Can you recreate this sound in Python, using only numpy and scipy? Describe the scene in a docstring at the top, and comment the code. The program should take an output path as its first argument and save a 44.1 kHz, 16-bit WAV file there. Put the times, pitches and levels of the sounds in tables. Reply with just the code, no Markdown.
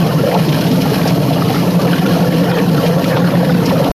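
"""Poultry plucker at full speed

Heard from just above the open drum, as the spinning plate throws wet carcasses against rubber fingers.
The drum booms with a throbbing hum and a hollow ring; the fingers patter, squelch and smack on skin,
bodies bump the wall, and water sprays and splats. A limiter holds the peaks; the sound stops dead."""
import sys
import numpy as np
from scipy import signal
from scipy.fft import rfft, irfft, next_fast_len
from scipy.io import wavfile
from scipy.ndimage import uniform_filter1d, minimum_filter1d

SR = 44100
rng = np.random.default_rng(int(sys.argv[2]) if len(sys.argv) > 2 else 0)


def int16_out(signal):
    """Quantize to a 16-bit WAV file."""
    q = np.round(np.clip(np.atleast_2d(signal).T, -1, 1) * 32767)
    wavfile.write(sys.argv[1], SR, q.astype(np.int16))


N = 176400
TIME = np.arange(N) / SR

# How hard the fingers slap. Each row: time in seconds, relative level in dB.
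SLAP_FORCE = [(0, -24.5), (.24, -25), (.34, -24), (.42, -23), (.54, -22), (.64, -29.5), (.78, -36),
              (1.06, -18), (1.15, -39), (1.33, -31), (1.5, -24.5), (1.7, -28), (1.97, -22), (2.27, -26),
              (2.44, -22.5), (2.53, -15), (2.68, -25), (2.8, -17.5), (2.93, -24), (3.17, -18.5),
              (3.3, -18.5), (3.42, -22.5), (3.53, -18), (3.88, -26.5)]
# How hard the water splashes off them. Each row: time in seconds, relative level in dB.
SPLASH_FORCE = [(0, -27.5), (.24, -32), (.35, -28.5), (.6, -27), (1.06, -28), (1.18, -30.5), (1.55, -26),
                (1.72, -30.5), (1.97, -26.5), (2.25, -29.5), (2.75, -30), (2.95, -33.5), (3.1, -32),
                (3.27, -32), (3.88, -30)]


def from_db(db):
    """Decibels to gain."""
    return 10 ** (np.asarray(db) / 20)


def rms_one(x):
    """Scale to unit rms."""
    return x / np.sqrt(np.mean(x ** 2) + 1e-20)


def fader(rows):
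    """A gain ride through (seconds, dB) points, centred on its mean level."""
    db = np.interp(TIME, *np.transpose(rows))
    return from_db(db - db.mean())


def drift(rate_hz):
    """A smooth random wander with an rms of about 1."""
    step = 40
    pole = np.exp(-2 * np.pi * rate_hz * step / SR)
    noise = rng.standard_normal(N // step + 2002)
    slow = signal.lfilter([1], [1, -2 * pole, pole * pole], noise)[2000:]
    return np.interp(np.arange(N) / step, np.arange(len(slow)), rms_one(slow))


def tone(hz):
    """A sine that follows a pitch curve."""
    return np.sin(2 * np.pi * np.cumsum(hz) / SR)


def coloured(x, colour):
    """Minimum-phase EQ through (Hz, dB) points; keeps the power of white noise."""
    size = next_fast_len(N + SR // 4)
    hz, db = np.transpose(colour)
    bin_hz = np.arange(size // 2 + 1) * SR / size
    gain = rms_one(from_db(np.interp(np.log(bin_hz + 1), np.log(hz), db)))
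    cepstrum = irfft(np.log(gain), size)
    cepstrum[1:size // 2] *= 2
    cepstrum[size // 2 + 1:] = 0
    return irfft(rfft(x, size) * np.exp(rfft(cepstrum)), size)[:N]


def contacts(per_s, spread_db):
    """Random touches, mostly light and a few harder."""
    sizes = from_db(spread_db * np.minimum(rng.exponential(1, N), 4))
    return sizes * (rng.random(N) < per_s / SR)


def ringing(hits, modes):
    """Every hit excites each resonance with a strength of its own."""
    out = 0
    for hz, width, db in modes:
        band = signal.butter(1, [hz - width / 2, hz + width / 2], "band", fs=SR, output="sos")
        skirt = signal.butter(1, [hz / np.sqrt(2), hz * np.sqrt(2)], "band", fs=SR, output="sos")
        strikes = hits * rng.standard_normal(N) + 1e-18
        out = out + from_db(db) * rms_one(signal.sosfilt(np.vstack([band, skirt]), strikes))
    return out


def tails(hits, decay_s):
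    """Envelope of overlapping, decaying hits; rms 1."""
    power = signal.lfilter([1], [1, -np.exp(-2 / (decay_s * SR))], hits ** 2 + 1e-18)
    return rms_one(np.sqrt(power))


def burst(start, attack_s, decay_s, length=N):
    """Envelope of one blow; peak 1."""
    age = np.maximum(TIME[:length] - start, 0)
    return np.minimum(age / attack_s, 1) * np.exp(-np.maximum(age - attack_s, 0) / decay_s)


def add(out, start_s, sound):
    """Mix a sound in at a time."""
    start = max(int(start_s * SR), 0)
    out[start:start + len(sound)] += sound[:max(N - start, 0)]


def drum():
    """Fingers beat the load and the drum booms; carcasses knock its wall, over a low rumble."""
    # Resonances of the drum and of its wall. Each row: pitch in Hz, width in Hz, level in dB.
    boom_modes = [(129, 29, -23.5), (151.3, 35.5, -20), (190, 19, -20.5), (271.8, 47, -21),
                  (333, 245, -25.5)]
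    wall_modes = [(448.2, 39, -28.5), (487.8, 50, -36), (589, 71, -28.5), (685, 56, -29), (903, 61, -34),
                  (1119, 27, -40), (1335, 14, -42.5)]
    # How hard the wall is knocked. Each row: time in seconds, relative level in dB.
    knock_force = [(0, -13.5), (.18, -16.5), (.27, -26), (.36, -2.5), (.42, -18.5), (.62, -14), (.78, -16),
                   (1.1, -13), (1.4, -16), (1.58, -19), (1.66, -11.5), (2.0, -19), (2.25, -14), (2.6, -18),
                   (2.69, -21.5), (2.8, -12.5), (3.16, -15), (3.27, -27), (3.4, -22), (3.65, -20),
                   (3.88, -8.5)]
    # The rumble's EQ. Each row: frequency in Hz, relative level in dB.
    rumble_eq = [(20, 2), (40, -3), (65, -4.5), (100, 10.5), (200, 18.5), (500, -0.5), (2000, -37)]
    boom = ringing(contacts(per_s=500, spread_db=1), boom_modes)
    wall = ringing(contacts(per_s=420, spread_db=0.1), wall_modes) * fader(knock_force)
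    rumble = from_db(-31.5 + 2 * drift(5.6)) * coloured(rng.standard_normal(N), rumble_eq)
    return boom + wall + rumble


def hum(level_db=-15.5, jitter_hz=4, flutter_db=3, half_throb_s=0.018):
    """The drum's note swells and bends each time the load leans on the plate."""
    # Each row is one throb: centre in seconds, pitch in Hz, relative level in dB.
    throbs = [(.005, 175, -0.5), (.072, 150, -3), (.164, 166.7, 1), (.217, 152.2, -5), (.37, 178.9, 1),
              (.422, 169.4, 4), (.504, 151.8, 1.5), (.58, 166.7, -3), (.689, 173.3, 1), (.752, 180.4, -1.5),
              (.834, 171.2, -7), (.884, 154, 0), (0.991, 184, -11), (1.054, 162.7, -6), (1.12, 179.7, 3),
              (1.195, 156.8, -1.5), (1.27, 136, -11), (1.342, 161.4, 4.5), (1.4, 181.6, -2),
              (1.475, 163.5, -2), (1.6, 168.4, 0), (1.69, 178, -1), (1.765, 173.3, 4), (1.85, 183.8, -10.5),
              (1.923, 171.9, -0.5), (2.007, 168, -5), (2.126, 172.5, 1), (2.237, 167.7, 0), (2.3, 180, -11),
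              (2.38, 167.3, -0.5), (2.438, 176, -2), (2.506, 178.5, 1), (2.569, 165.5, 1),
              (2.639, 167.6, -5), (2.694, 174.6, -3), (2.763, 146, -1.5), (2.833, 173, -4),
              (2.883, 171.8, 6.5), (2.97, 175.1, 0), (3.058, 167.1, 1), (3.106, 172.1, -5),
              (3.15, 148.2, -2), (3.219, 182.3, -1), (3.266, 164, -1.5), (3.34, 170.6, -3),
              (3.396, 172.2, -2.5), (3.487, 151.6, -2.5), (3.531, 181.4, -3), (3.587, 175.3, 2),
              (3.711, 174, -0.5), (3.787, 170.5, -0.5), (3.835, 138, -0.5)]
    times, hz, _ = np.transpose(throbs)
    pitch = np.interp(TIME, times, hz) + jitter_hz * drift(13.8)
    swells = sum(from_db(db) * np.exp(-.5 * ((TIME - at) / half_throb_s) ** 2) for at, _, db in throbs)
    floor = from_db(-18.5)
    flutter = from_db(flutter_db * drift(10.3))
    return from_db(level_db) * rms_one((floor + swells) * flutter * tone(pitch))


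def hollow_ring(jitter_hz=36.2, flutter_db=3.5):
    """The air in the drum rings on an unsteady note that shifts as the carcasses move through it."""
    # Each row: time in seconds, pitch in Hz, level in dB.
    ring_path = [(0, 480, -27), (.3, 490, -22), (.55, 479, -41), (.77, 488, -23), (.95, 493, -34),
                 (1.45, 486, -23), (1.58, 490, -37), (1.8, 545, -19.5), (1.95, 500.6, -21),
                 (2.08, 515, -20), (2.189, 530.3, -24.5), (2.251, 547.3, -14.5), (2.34, 493.7, -27.5),
                 (2.41, 532, -16), (2.48, 489.6, -22), (2.6, 490, -14.5), (2.69, 501, -38),
                 (2.74, 502.5, -13.5), (2.85, 510, -38), (2.91, 482, -13), (2.98, 513.3, -22.5),
                 (3.04, 494.2, -24), (3.12, 496.6, -14.5), (3.22, 493.2, -20), (3.29, 575, -24.5),
                 (3.349, 552.5, -23.5), (3.43, 510, -22), (3.6, 475, -20), (3.68, 490, -21),
                 (3.75, 532, -18.5), (3.81, 553, -17.5), (3.9, 530, -26.5)]
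    times, hz, db = np.transpose(ring_path)
    pitch = np.interp(TIME, times, hz) + jitter_hz * drift(49.86)
    note = rms_one(from_db(flutter_db * drift(30)) * tone(pitch))
    return from_db(np.interp(TIME, times, db)) * note


def slaps():
    """A dense patter of fingers on skin, each flinging off a brighter splash of drops."""
    # EQs of the slap and the splash. Each row: frequency in Hz, relative level in dB.
    slap_eq = [(200, -5.5), (500, 7), (750, 10.5), (1000, 9.5), (1150, 11.5), (1250, -21), (1330, 5.5),
               (1500, 4), (1800, 9.5), (2200, -11), (2900, -6), (4500, -30.5), (6500, -53), (9000, -49)]
    splash_eq = [(900, -19.5), (2200, -7.5), (2450, -0.5), (2700, -5), (2900, 2), (3400, -5.5), (3530, -23),
                 (3630, -28), (3730, -17.5), (3900, -3), (4400, -0.5), (4550, -10.5), (5200, -4),
                 (6300, -25), (8000, -24), (11000, -13), (14000, -14.5)]
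    hits = contacts(per_s=170, spread_db=3)
    slap = from_db(-32.5) * tails(hits, decay_s=0.017) * fader(SLAP_FORCE)
    wet_hits = hits * from_db(1.7 * drift(32))
    splash = from_db(-32) * tails(wet_hits, decay_s=0.021) * fader(SPLASH_FORCE)
    drops = rms_one(contacts(per_s=9000, spread_db=2) * rng.standard_normal(N))
    return coloured(slap * rng.standard_normal(N), slap_eq) + coloured(splash * drops, splash_eq)


def spray(level_db=-30, flicker_db=0.5):
    """Fine water hisses against the steel."""
    # How hard the water sprays. Each row: time in seconds, relative level in dB.
    spray_force = [(0.0, -28.5), (0.03, -32), (1.08, -28.5), (1.37, -33), (1.58, -29), (2.66, -33),
                   (2.88, -27.5), (2.94, -34), (3.09, -28), (3.12, -32), (3.2, -37), (3.24, -33),
                   (3.88, -31.5)]
    # The hiss's EQ. Each row: frequency in Hz, relative level in dB.
    hiss_eq = [(1000, 4.5), (5000, 2), (6500, -3), (7800, -11), (8700, -12), (9600, -5), (10300, -5.5),
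               (11500, 0), (14000, -2.5)]
    level = from_db(level_db + flicker_db * drift(60)) * fader(spray_force)
    return coloured(level * rng.standard_normal(N), hiss_eq)


def squelch(hz, octaves, attack_s, decay_s):
    """A short wet burst ringing in a pocket of skin and rubber; rms about 1 at its height."""
    envelope = burst(0, attack_s, decay_s, length=SR // 10)
    pole = np.exp(-np.pi * hz * octaves * np.log(2) / SR)
    pocket = [1, 0, -0.963], [1, -2 * pole * np.cos(2 * np.pi * hz / SR), pole * pole]
    puff = envelope * rng.standard_normal(len(envelope))
    sound = signal.lfilter(*pocket, signal.lfilter(*pocket, puff))
    return rms_one(sound) * np.sqrt(np.mean(envelope ** 2))


def small_squelches(per_s=260):
    """Fingers tug at wet skin: a bed of squelches that rides with the slapping and splashing."""
    # Each row: pitch in Hz, base level in dB.
    level_by_pitch = [(700, -25), (1100, -27.5), (1500, -28), (2200, -38), (2900, -33), (4300, -39),
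                      (5300, -38), (6500, -43)]
    pitches, levels = np.transpose(level_by_pitch)
    effort = np.sqrt(fader(SLAP_FORCE) * fader(SPLASH_FORCE))
    out = np.zeros(N)
    for start in np.flatnonzero(rng.random(N) < per_s / SR):
        hz = rng.uniform(np.sqrt(pitches[0]), np.sqrt(pitches[-1])) ** 2  # favours low pitches
        db = np.interp(hz, pitches, levels) + 2.5 * rng.uniform(-1.7, 1)
        tug = squelch(hz, octaves=0.14, attack_s=0.0048, decay_s=0.016)
        add(out, start / SR, from_db(db) * effort[start] * tug)
    return out


def bumps(attack_s=0.0038, decay_cycles=5.5):
    """Bodies bump the wall, soft and heavy: a brief ring and a dull thud of flesh."""
    # Each row: start in seconds, pitch in Hz, base level in dB.
    blows = [(.234, 542, -7), (.349, 878, -8), (0.477, 329.5, -9.5), (0.551, 267, -15), (.632, 276, -15),
             (0.714, 265, -8.5), (.79, 270, -9.5), (.854, 820, -12), (0.917, 428, -9.5), (1.036, 283, -17),
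             (1.284, 275, -9.5), (1.305, 680, -9.5), (1.381, 805.4, -14), (1.496, 763, -12.5),
             (1.861, 710, -10.5), (2.163, 676, -11), (2.77, 294.4, -8.5), (2.836, 479.5, -9),
             (2.970, 539, -9.5), (3.169, 880, -13.5), (3.335, 586, -10), (3.413, 518.2, -8.5),
             (3.428, 670.6, -10), (3.83, 634, -15), (3.862, 670, -13), (3.674, 263.4, -7),
             (3.705, 939, -14.5), (3.798, 592.6, -15), (3.884, 705, -9), (3.894, 45.1, -12.5)]
    out = np.zeros(N)
    for start, hz, db in blows:
        ring = burst(start, attack_s, decay_cycles / hz) * np.sin(2 * np.pi * hz * (TIME - start))
        thud = squelch(hz, octaves=1.14, attack_s=attack_s, decay_s=0.026)
        out += from_db(db + 1) * ring
        add(out, start, from_db(db - 13) * thud)
    return out


def drag(jitter_hz=60, flutter_db=6.5):
    """A carcass sticks and slips over the rubber fingers: a short, rough, rising groan."""
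    # Each row: time in seconds, pitch in Hz, level in dB.
    groan_path = [(.25, 564.4, -44), (.275, 607, -11.5), (.3, 631, -18), (0.319, 679, -19.5),
                  (.345, 790, -19), (.365, 914, -36), (.39, 970, -62)]
    times, hz, db = np.transpose(groan_path)
    pitch = np.interp(TIME, times, hz) + jitter_hz * drift(86)
    level = from_db(np.interp(TIME, times, db) + flutter_db * drift(90))
    touching = (TIME > times[0]) & (TIME < times[-1])
    return level * touching * tone(pitch)


def smacks():
    """The loudest tugs at wet skin snap out as single smacks, each at its own pitch."""
    # Each row: start in seconds, pitch in Hz, width in octaves, level in dB.
    tugs = [(0.311, 1880, 0.55, -21.5), (0.358, 1290, 0.099, -16), (.585, 2500, .9, -27),
            (0.859, 1199, 0.89, -22), (1.011, 2240, 0.53, -22), (1.275, 1140, 0.13, -21),
            (1.415, 1230, 0.27, -15.5), (1.539, 1300, 0.19, -18.5), (1.787, 1179, 0.16, -18.5),
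            (1.873, 1996, 0.87, -20.5), (1.926, 1450, 0.19, -13), (1.928, 2880, 0.38, -21.5),
            (1.957, 1700, 0.62, -22.5), (1.978, 2190, 1.02, -25), (2.051, 1389, 0.17, -17.5),
            (2.06, 2600, 0.77, -23), (2.322, 1609, 0.9, -21.5), (2.512, 1600, 1.2, -18),
            (2.584, 2039, 1.1, -16), (2.775, 1363, 0.15, -18), (3.04, 2090, 1.56, -17),
            (3.078, 3313, 0.88, -26), (3.123, 1695, 0.74, -19.5), (3.164, 1295, 0.35, -19),
            (3.238, 1427, 0.34, -20), (3.351, 1760, 0.69, -20.5), (3.492, 1467, .3, -14.5),
            (3.755, 1290, 0.27, -19)]
    out = np.zeros(N)
    for start, hz, octaves, db in tugs:
        add(out, start, from_db(db) * squelch(hz, octaves, attack_s=0.0046, decay_s=0.0056))
    return out


def splats(attack_s=0.0082, decay_s=0.0091):
    """Each clump of water hits the wall as a short shower of big and fine drops."""
    # Each row: start in seconds, level of the big drops in dB, level of the fine drops in dB.
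    clumps = [(.338, -24, -34), (.481, -20, -34), (.519, -24, -32), (.603, -30, -31), (0.658, -22.5, -30),
              (.708, -24, -27), (.81, -27, -26), (.942, -31, -35), (1.071, -33.5, -21), (1.086, -23, -33),
              (1.324, -22.5, -44), (1.541, -28, -29), (1.81, -24.5, -28), (2.105, -24, -36),
              (2.334, -24.5, -37), (2.742, -27, -38), (2.858, -23, -29), (3.16, -22, -44), (3.3, -29, -42),
              (3.654, -35.5, -21), (3.688, -22, -37), (3.837, -24, -45)]
    # EQs of the two drop sizes. Each row: frequency in Hz, relative level in dB.
    big_eq = [(1200, -18), (2300, 1), (3000, 2.5), (4200, -2), (5200, -11), (8000, -34)]
    fine_eq = [(2500, -21.5), (4200, -3.5), (5200, 4.5), (6400, -6), (8000, -17.5), (12000, -17.5)]
    starts, big_db, fine_db = np.transpose(clumps)
    out = np.zeros(N)
    for levels, eq in ((big_db, big_eq), (fine_db, fine_eq)):
        envelope = sum(from_db(db) * burst(at, attack_s, decay_s) for at, db in zip(starts, levels))
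        drops = rms_one(contacts(per_s=7000, spread_db=4.9) * rng.choice([-1, 1], N))
        out += coloured(envelope * drops, eq)
    return out


def scene():
    """Drum, bodies and wet layers at one close microphone."""
    machine = drum() + hum() + hollow_ring()
    bodies = bumps() + drag()
    wet = slaps() + splats() + spray() + smacks() + small_squelches()
    return (machine + bodies + wet)[None]


def record(dry):
    """A fast look-ahead limiter, the dead stop and a steep low-pass."""
    threshold_db, cut_per_db, release_db_per_s, window_s = -4, 0.84, 235, 0.0026
    stop_s, cutoff_hz = 3.916, 14050
    level_db = 20 * np.log10(np.abs(dry[0]) + 1e-9)
    cut_db = cut_per_db * np.maximum(level_db - threshold_db, 0)
    release_db = release_db_per_s * TIME
    held_db = np.maximum.accumulate(cut_db + release_db) - release_db
    window = 2 * int(window_s * SR / 2) + 1
    gain = from_db(uniform_filter1d(minimum_filter1d(-held_db, window), window))
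    low_pass = signal.ellip(12, .1, 80, cutoff_hz, fs=SR, output="sos")
    return signal.sosfilt(low_pass, dry * gain * (TIME < stop_s))


dry = scene()
out = record(dry)
int16_out(out)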